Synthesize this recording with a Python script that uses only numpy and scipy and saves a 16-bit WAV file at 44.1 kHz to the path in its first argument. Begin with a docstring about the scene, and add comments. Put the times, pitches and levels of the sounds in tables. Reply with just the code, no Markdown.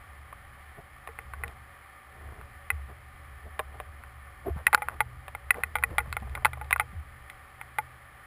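"""Hardware clicks, clacks and snaps on an underwater camera rig as small fish swim around it.
Each blow makes one part ring briefly, and the sound travels straight into the sealed housing.
Tugs set the rig throbbing, air pockets gulp and water swirls. The current keeps the rig rumbling
and a tight line humming, over a faint hiss. The recorder holds each sample at a low rate,
which mirrors every click into a glassy treble."""
import sys
import numpy as np
from scipy import signal
from scipy.fft import rfft, irfft
from scipy.io import wavfile
from scipy.ndimage import uniform_filter1d

SR = 44100
rng = np.random.default_rng(int(sys.argv[2]) if len(sys.argv) > 2 else 0)


def digitize_waveform(pressure):
    """Quantize a signal to 16-bit integers and store it at the path in sys.argv[1].

    Rows of a 2-D input are taken as channels; values are limited to [-1, 1].
    """
    field = np.atleast_2d(pressure).T
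    bounded = np.clip(field, -1, 1)
    quanta = np.round(bounded * 32767).astype(np.int16)
    wavfile.write(sys.argv[1], SR, quanta)


N = 364266
TIME, FREQS = np.arange(N) / SR, np.fft.rfftfreq(N, 1 / SR)
TIGHT, LOOSE = 0.12, 0.7  # how far out of step a part's tones start, in radians


def blow(tones, level_db, hardness, ring_factor, contact_s, scatter):
    """One blow rings a part's tones; harder favours the high ones. A tone falls 60 dB in its ring_s."""
    t = np.arange(SR // 8) / SR
    pitch_hz, tone_db, ring_s = np.transpose(tones)[:, :, None]
    detune, spot_db, lag = rng.standard_normal((3, len(tones), 1))  # no two blows hit the same spot
    level = amp(level_db + tone_db + hardness * np.log2(pitch_hz / 1500) + spot_db)
    fade = np.exp(-np.log(1000) * t / (ring_s * ring_factor))
    swing = np.cos(2 * np.pi * pitch_hz * (1 + 0.013 * detune) * (t - 0.63 * contact_s) + scatter * lag)
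    onset = np.sin(np.pi / 2 * np.minimum(t / contact_s, 1)) ** 2
    return (level * fade * swing).sum(0) * onset


def strike(rows, tones, contact_s, scatter, bounce_db, loose=False):
    """Each blow bounces once, faintly; a loose part also settles with a second small hit."""
    out = np.zeros(N)
    split = 0.35 if loose else 0
    for start_s, level_db, hardness, ring_factor in rows:
        settle_s, bounce_s = rng.uniform(0.001475, 0.003384), rng.uniform(0.00388, 0.011)
        touch = hardness, ring_factor, contact_s
        add(out, start_s, (1 - split / 2) * blow(tones, level_db, *touch, scatter))
        add(out, start_s + settle_s, split * blow(tones, level_db, *touch, np.pi))
        add(out, start_s + bounce_s, blow(tones, level_db + bounce_db, *touch, scatter))
    return out


# Blows on the frame: start_s, level_db, hardness_db_per_octave, ring_factor
FRAME_BLOWS = [(4.6797, -22, -1.5, 0.5), (4.7339, -11.5, -2, 0.76), (4.7754, -26.5, -4.5, 1.0),
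               (4.8196, -18.5, -1, 1), (5.0046, -7, 3.5, 0.66), (5.3488, -18.5, 1, 0.45),
               (5.7541, -10, 2, 0.9), (5.7843, -27, 1, 1.0), (5.9816, -7, 3.5, 0.95),
               (6.1667, -15, 2.5, 0.53), (6.351, -21.5, 6.5, 0.82), (6.4474, -5, 3.5, 0.65),
               (6.5314, -26, 3.5, 1), (6.6122, -25.5, -3, 1.0), (6.7969, -9, 2.5, 0.99),
               (7.2986, -32, 18.5, 0.34), (7.6124, -19, 7, 0.24), (7.7846, -12.5, 1.5, 0.78)]
# The frame's tones: pitch_hz, level_db, ring_s
FRAME_TONES = [(486, -25, 0.14), (850.6, -6, 0.068), (1030, -27, 0.074), (1233, -2, 0.015),
               (1428, -11.5, 0.055), (2130, -12, 0.043), (2030, -7.5, 0.032), (2330, -8, 0.019),
               (2820, -12.5, 0.013), (3290, -20, 0.015), (3710, -13, 0.0058), (4690, -26.5, 0.0065),
               (5330, -31, 0.0067)]


def clacks():
    """The rig's loose frame clacks when struck."""
    return strike(FRAME_BLOWS, FRAME_TONES, contact_s=0.0012, scatter=LOOSE, bounce_db=-14.5, loose=True)


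# Blows on a small part: start_s, level_db, hardness_db_per_octave, ring_factor
SMALL_PART_BLOWS = [(1.088, -34, -15.5, 0.46), (1.1877, -23.5, -5, 0.48), (1.4355, -19.5, -5.5, 0.66),
                    (1.4429, -27, 0, 0.25), (2.7021, -14, -0.5, 0.74), (4.6672, -8.5, 5.5, 0.58),
                    (5.5058, -9, 3.5, 0.79), (5.5426, -30.5, -9, 0.8), (5.6348, -14.5, 1, 0.64),
                    (5.8362, -11.5, 0, 0.79), (6.0023, -27, -7.5, 0.96), (6.7269, -10, 2.5, 0.74),
                    (6.8059, -29, 5, 1.0)]
# Its tones: pitch_hz, level_db, ring_s
SMALL_PART_TONES = [(458, -28.5, 0.18), (818, -21, 0.074), (1108, -13, 0.035), (1446, -4, 0.023),
                    (1993, 4, 0.03), (2512, 0, 0.021), (3910, -10.5, 0.0069)]


def clicks():
    """A small, stiff part clicks brightly, its tones starting almost together."""
    return strike(SMALL_PART_BLOWS, SMALL_PART_TONES, contact_s=0.0011, scatter=TIGHT, bounce_db=-19)


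# Pecks on the hardware: start_s, level_db, hardness_db_per_octave, ring_factor
PECKS = [(1.3354, -34.5, -5.5, 0.97), (2.412, -37, 4, 0.3), (4.0364, -35, 0, 0.28), (4.729, -21.5, -1, 1.0),
         (4.7462, -1.5, 1.5, 0.31), (4.8847, -21.5, -1.5, 0.43), (5.826, -34.5, -9, 0.76),
         (6.1263, -30.5, 5.5, 1.0), (6.3743, -40, -15, 1.0), (6.4544, -14, 2, 0.66),
         (6.4639, -25, -11, 0.33), (6.7604, -28, -8, 1)]
# A peck's tones: pitch_hz, level_db, ring_s
PECK_TONES = [(870, -35, 0.06), (1140, 10, 0.013), (1430, 5, 0.03), (2090, 12, 0.0061), (2590, -5.5, 0.027),
              (3100, -11, 0.0079), (4100, 8, 0.0031), (5100, -34, 0.0032)]


def snaps():
    """Dry pecks whose ringing dies almost at once."""
    return strike(PECKS, PECK_TONES, contact_s=0.00092, scatter=TIGHT, bounce_db=-17.5)


# Blows on the camera housing: start_s, level_db, hardness_db_per_octave, ring_factor
HOUSING_BLOWS = [(0.3264, -30.5, 5.1, 0.24), (1.0735, -27.5, 7.8, 0.74), (1.4791, -36, 17, 0.54),
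                 (3.5923, -17, 7.9, 0.84), (3.5966, -20.5, 2, 0.62), (3.8004, -24.5, 5.8, 0.64),
                 (5.2806, -26.5, 8, 0.55), (6.7081, -15, 9.8, 0.69)]
# The housing's tones: pitch_hz, level_db, ring_s
HOUSING_TONES = [(450, -3, 0.047), (604, -5, 0.085), (766, 0, 0.056), (1010, -8.5, 0.073),
                 (1135, -0.5, 0.031), (1750, -4.5, 0.018), (2400, -13.5, 0.021), (2800, -11, 0.018),
                 (3630, -26.5, 0.016), (5060, -29, 0.0048)]


def knocks():
    """The housing rings from sharp knocks and from soft, dull taps that graze it."""
    sharp = strike(HOUSING_BLOWS, HOUSING_TONES, 0.00071, LOOSE, bounce_db=-15.5, loose=True)
    taps = jostle(count=11, level_db=-37, hardness=3, ring_factor=0.46)
    return sharp + strike(taps, HOUSING_TONES, contact_s=0.00206, scatter=np.pi, bounce_db=-6, loose=True)


# A tick's tones: pitch_hz, level_db, ring_s
TICK_TONES = [(2550, 14, 0.011), (3530, 4, 0.0081), (4200, -10, 0.012), (4800, -8, 0.011)]


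def ticks():
    """Tiny, quick blows make a fine crackle."""
    rows = jostle(count=7, level_db=-55.5, hardness=3, ring_factor=0.64)
    return strike(rows, TICK_TONES, contact_s=0.00039, scatter=LOOSE, bounce_db=-15)


def jostle(count, level_db, hardness, ring_factor, busy_s=(5.9, 6.8)):
    """Lists faint blows at chance times while the rig is jostled."""
    starts = np.interp(np.arange(count) + rng.random(count), [0, count], busy_s)
    return [(start_s, level_db + rng.uniform(-5, 5), hardness, ring_factor) for start_s in starts]


def housing_wall(sound, bass_cut_hz=480, dip_hz=2860, dip_db=-11):
    """The stiff wall passes little bass, muffles one band and smears each hit as it bends."""
    sound = signal.sosfilt(signal.butter(2, bass_cut_hz, "high", fs=SR, output="sos"), sound)
    sound = signal.lfilter(resonance(dip_hz, 450 * amp(dip_db)), resonance(dip_hz, 450), sound)
    for pitch_hz in (1300, 2300, 4100):  # these bands arrive late but no weaker
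        terms = resonance(pitch_hz, width_hz=800)
        sound = signal.lfilter(terms[::-1], terms, sound)
    return sound


def throbs(rows, rise_s, sharp_by=0, settle_s=0.026):
    """Single tones swell and die away; one that starts sharp slides down to its pitch."""
    out, t = np.zeros(N), np.arange(SR // 2) / SR
    for start_s, level_db, pitch_hz, ring_s in rows:
        swell = 1 - np.exp(-(t / min(rise_s, ring_s / 8)) ** 2)
        fade = np.exp(-np.log(1000) * t / ring_s)
        cycles = np.cumsum(pitch_hz * (1 + sharp_by * np.exp(-t / settle_s))) / SR
        add(out, start_s, amp(level_db) * swell * fade * np.sin(2 * np.pi * cycles))
    return out


# Tugs on the rig: start_s, level_db, pitch_hz, ring_s
RIG_TUGS = [(0.779, -40, 128, 0.079), (2.72, -25.5, 67.5, 0.51), (4.492, -20.5, 67, 0.2),
            (4.56, -21, 121, 0.041), (5.905, -24, 64, 0.063), (6.075, -23.5, 95, 0.052),
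            (6.213, -23, 86, 0.11), (6.3, -23.5, 59, 0.18), (6.925, -30.5, 140, 0.055),
            (6.944, -26.5, 75, 0.34)]


def tugs():
    """Each tug sets the whole rig throbbing on a low, falling note."""
    return throbs(RIG_TUGS, rise_s=0.017, sharp_by=0.35)


# Air pockets: start_s, level_db, pitch_hz, ring_s
AIR_POCKETS = [(.328, -20.5, 1140, 0.014), (4.462, -23.5, 678, 0.06), (4.466, -19.5, 390, 0.063),
               (4.481, -21, 370, 0.05), (5.58, -27, 478, 0.044), (5.913, -38, 329, 0.081),
               (6.218, -37.5, 218, 0.095)]


def gulps():
    """Each air pocket rings with one short note."""
    return throbs(AIR_POCKETS, rise_s=0.0032)


# Swirls along the housing: middle_s, length_s, level_db, brightness (0 to 1)
WATER_SWIRLS = [(0.789, 0.03, -50, 0.17), (1.467, 0.12, -55.5, 0.74), (2.289, 0.26, -53.5, 0.42),
                (2.905, 0.041, -50.5, 0.45), (3.466, 0.038, -50, 0.02), (3.744, 0.082, -54, 0.6),
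                (4.478, 0.045, -34.5, 0.26), (4.584, 0.057, -47, 1), (4.924, 0.072, -48.5, 0.82),
                (5.579, 0.061, -41, 0.6), (5.916, 0.035, -41.5, 0.33), (6.363, 0.055, -49, 0.45)]
# Bands where the housing colours them: pitch_hz, half_width_hz, level_db
SWIRL_BANDS = [(143, 110, 2), (414, 42, 2.5), (700, 140, -6.5), (990, 270, -39), (1135, 87, -23)]


def swirls(grains_per_s=900, wash=0.046):
    """Fine gurgling grows with the current and comes in short swells, some dull, some brighter."""
    grains = rng.standard_normal(N) * ((rng.random(N) < grains_per_s / SR) + wash)
    dark = coloured(grains, humps(SWIRL_BANDS))
    bright = coloured(grains, humps(SWIRL_BANDS) * np.minimum(FREQS, 1500) ** 3)
    out = amp(-70 + 1.37 * current_db()) * (dark + bright) / 2
    for middle_s, length_s, level_db, brightness in WATER_SWIRLS:
        near = abs(TIME - middle_s) < length_s
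        offset = (TIME[near] - middle_s) / length_s
        swell = np.exp(-(2 * offset) ** 4 / 2 - offset ** 2)
        out[near] += amp(level_db) * swell * ((1 - brightness) * dark[near] + brightness * bright[near])
    return out


def bubbles(per_swirl=6, pitch_hz=(330, 802), ring_s=0.061):
    """Each swirl shakes a few small, ringing bubbles loose."""
    rows = [(middle_s + length_s * rng.uniform(-0.5, 0.5), level_db + 0.5, rng.uniform(*pitch_hz), ring_s)
            for middle_s, length_s, level_db, _ in WATER_SWIRLS for _ in range(per_swirl)]
    return throbs(rows, rise_s=0.0032)


# The current's strength: time_s, level_db
CURRENT_STRENGTH = [(0.0, -52.5), (0.48, -51.5), (0.84, -56), (1.2, -52.5), (1.44, -41), (1.56, -52),
                    (2.04, -64), (2.27, -43.5), (2.63, -53), (3.83, -47.5), (4.19, -51.5), (5.15, -46.5),
                    (5.39, -51.5), (5.87, -41.3), (6.7, -44), (7.42, -56.0), (8.26, -58.5)]


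def current_db(ordinary_db=-50.5):
    """How far the current runs above its ordinary strength."""
    return np.interp(TIME, *np.transpose(CURRENT_STRENGTH)) - ordinary_db


# The rumble's shape, low to high: pitch_hz, level_db
RUMBLE_SHAPE = [(20, -27), (35, -7.5), (50, -14), (100, -16.5), (145, -25.5), (200, -26.5), (300, -35.5),
                (600, -54)]
# Bands where the rig shakes most easily: pitch_hz, half_width_hz, level_db
RIG_BANDS = [(70.7, 8.1, 4), (71.7, 2.4, -7.5), (122.5, 8, -15.5)]


def rumble():
    """The current and the tugs keep the rig shaking deeply."""
    shake = coloured(rng.standard_normal(N), slope(RUMBLE_SHAPE) + humps(RIG_BANDS))
    strength = np.sqrt(abs(uniform_filter1d(shake ** 2, size=SR // 10)) + 1e-9)
    shake = unit(shake / strength ** 0.49)  # drag evens out the largest swings
    power = amp(-50 + 0.94 * current_db()) ** 2 + lingering(RIG_TUGS, share_db=-16.5, ring_s=0.25)
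    return np.sqrt(power) * shake


def line_hum(pitch_hz=122, wander_hz=1.56, waver_db=2, ring_s=1.83):
    """A tight line hums in the current and rings on when clacks and tugs pluck it."""
    power = amp(-60 + 0.51 * current_db()) ** 2
    power += lingering(FRAME_BLOWS, -41, ring_s) + lingering(RIG_TUGS, -33.5, ring_s)
    cycles = np.cumsum(pitch_hz + wander_hz * drift(2.78)) / SR
    return np.sqrt(power) * amp(waver_db * drift(2.1)) * np.sin(2 * np.pi * cycles)


# The hiss's shape, low to high: pitch_hz, level_db
HISS_SHAPE = [(150, -8), (400, -10.5), (650, -13), (900, -11.5), (1100, -9.5), (1450, -3.5), (1620, -6.5),
              (2050, -2), (2400, -7), (2700, -15.5), (3150, -12), (3600, -20), (4700, -22.5), (5800, -25.5)]
# Bands where the housing boosts it: pitch_hz, half_width_hz, level_db
HISS_BANDS = [(566, 7.4, 1), (762, 44, -0.5), (1184, 78, 2), (1788, 53, 0)]


def sea_hiss(level_db=-52.5, waver_db=0.38):
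    """The sea's faint, even hiss, heard through the housing."""
    level = amp(level_db + waver_db * drift(2.9))
    return level * coloured(rng.standard_normal(N), slope(HISS_SHAPE) + humps(HISS_BANDS))


def lingering(rows, share_db, ring_s):
    """The power that jolts leave in a part: each adds a share, which dies away."""
    jolts = np.zeros(N)
    for start_s, level_db, *_ in rows:
        add(jolts, start_s, amp([level_db + share_db]) ** 2)
    power = signal.lfilter([1], [1, -np.exp(-2 * np.log(1000) / (ring_s * SR))], jolts)
    return abs(uniform_filter1d(power, size=SR // 40))


def amp(level_db):
    """Turns decibels into a gain."""
    return 10 ** (np.asarray(level_db) / 20)


def unit(sound):
    """Scales a sound to an average power of one."""
    return sound / np.sqrt(np.mean(sound ** 2) + 1e-20)


def add(mix, start_s, sound):
    """Mixes a sound in at start_s."""
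    part = mix[max(round(start_s * SR), 0):][:len(sound)]
    part += sound[:len(part)]


def slope(points):
    """A gain for each frequency, made by joining the points."""
    pitch_hz, level_db = np.transpose(points)
    return amp(np.interp(np.log(FREQS + 1), np.log(pitch_hz), level_db))


def humps(bands):
    """A gain for each frequency, with a peak at each band."""
    return sum(amp(db) / (1 + ((FREQS - hz) / half_width) ** 2) for hz, half_width, db in bands)


def coloured(sound, gain):
    """Applies a gain for each frequency, then scales to a power of one."""
    return unit(irfft(rfft(sound) * gain, N))


def drift(rate_hz):
    """A slow, random wobble, up to about rate_hz."""
    return coloured(rng.standard_normal(N), 1 / (1 + (FREQS / rate_hz) ** 4))


def resonance(pitch_hz, width_hz):
    """The filter terms for one ringing band."""
    decay = np.exp(-np.pi * width_hz / SR)
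    return np.array([1, -2 * decay * np.cos(2 * np.pi * pitch_hz / SR), decay ** 2])


def scene():
    """Blows heard through the housing wall, over the moving water; one channel."""
    hardware = clacks() + clicks() + snaps() + knocks() + ticks()
    water = tugs() + gulps() + swirls() + bubbles() + rumble() + line_hum() + sea_hiss()
    return (housing_wall(hardware) + water)[None]


def record(dry, ceiling=0.65, guard_hz=5550, hold_hz=12000, top_hz=15200, edge_hz=16500):
    """The recorder squashes peaks, cuts the highs, holds each sample, then trims the very top."""
    squashed = dry / (1 + (dry / ceiling) ** 12) ** (1 / 12)
    dulled = irfft(rfft(squashed) / np.sqrt(1 + (FREQS / guard_hz) ** 36), N)
    # holding mirrors the sound on both sides of hold_hz, faintest close to it
    mirrored = dulled * (1 + 2 * np.cos(2 * np.pi * hold_hz * TIME))
    held = irfft(rfft(mirrored) * np.sinc(FREQS / hold_hz) / np.sqrt(1 + (FREQS / top_hz) ** 80), N)
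    top_cut = signal.firwin(511, edge_hz, window=("kaiser", 9), fs=SR)
    return signal.oaconvolve(held, top_cut[None], "same")


dry = scene()
out = record(dry)
digitize_waveform(out)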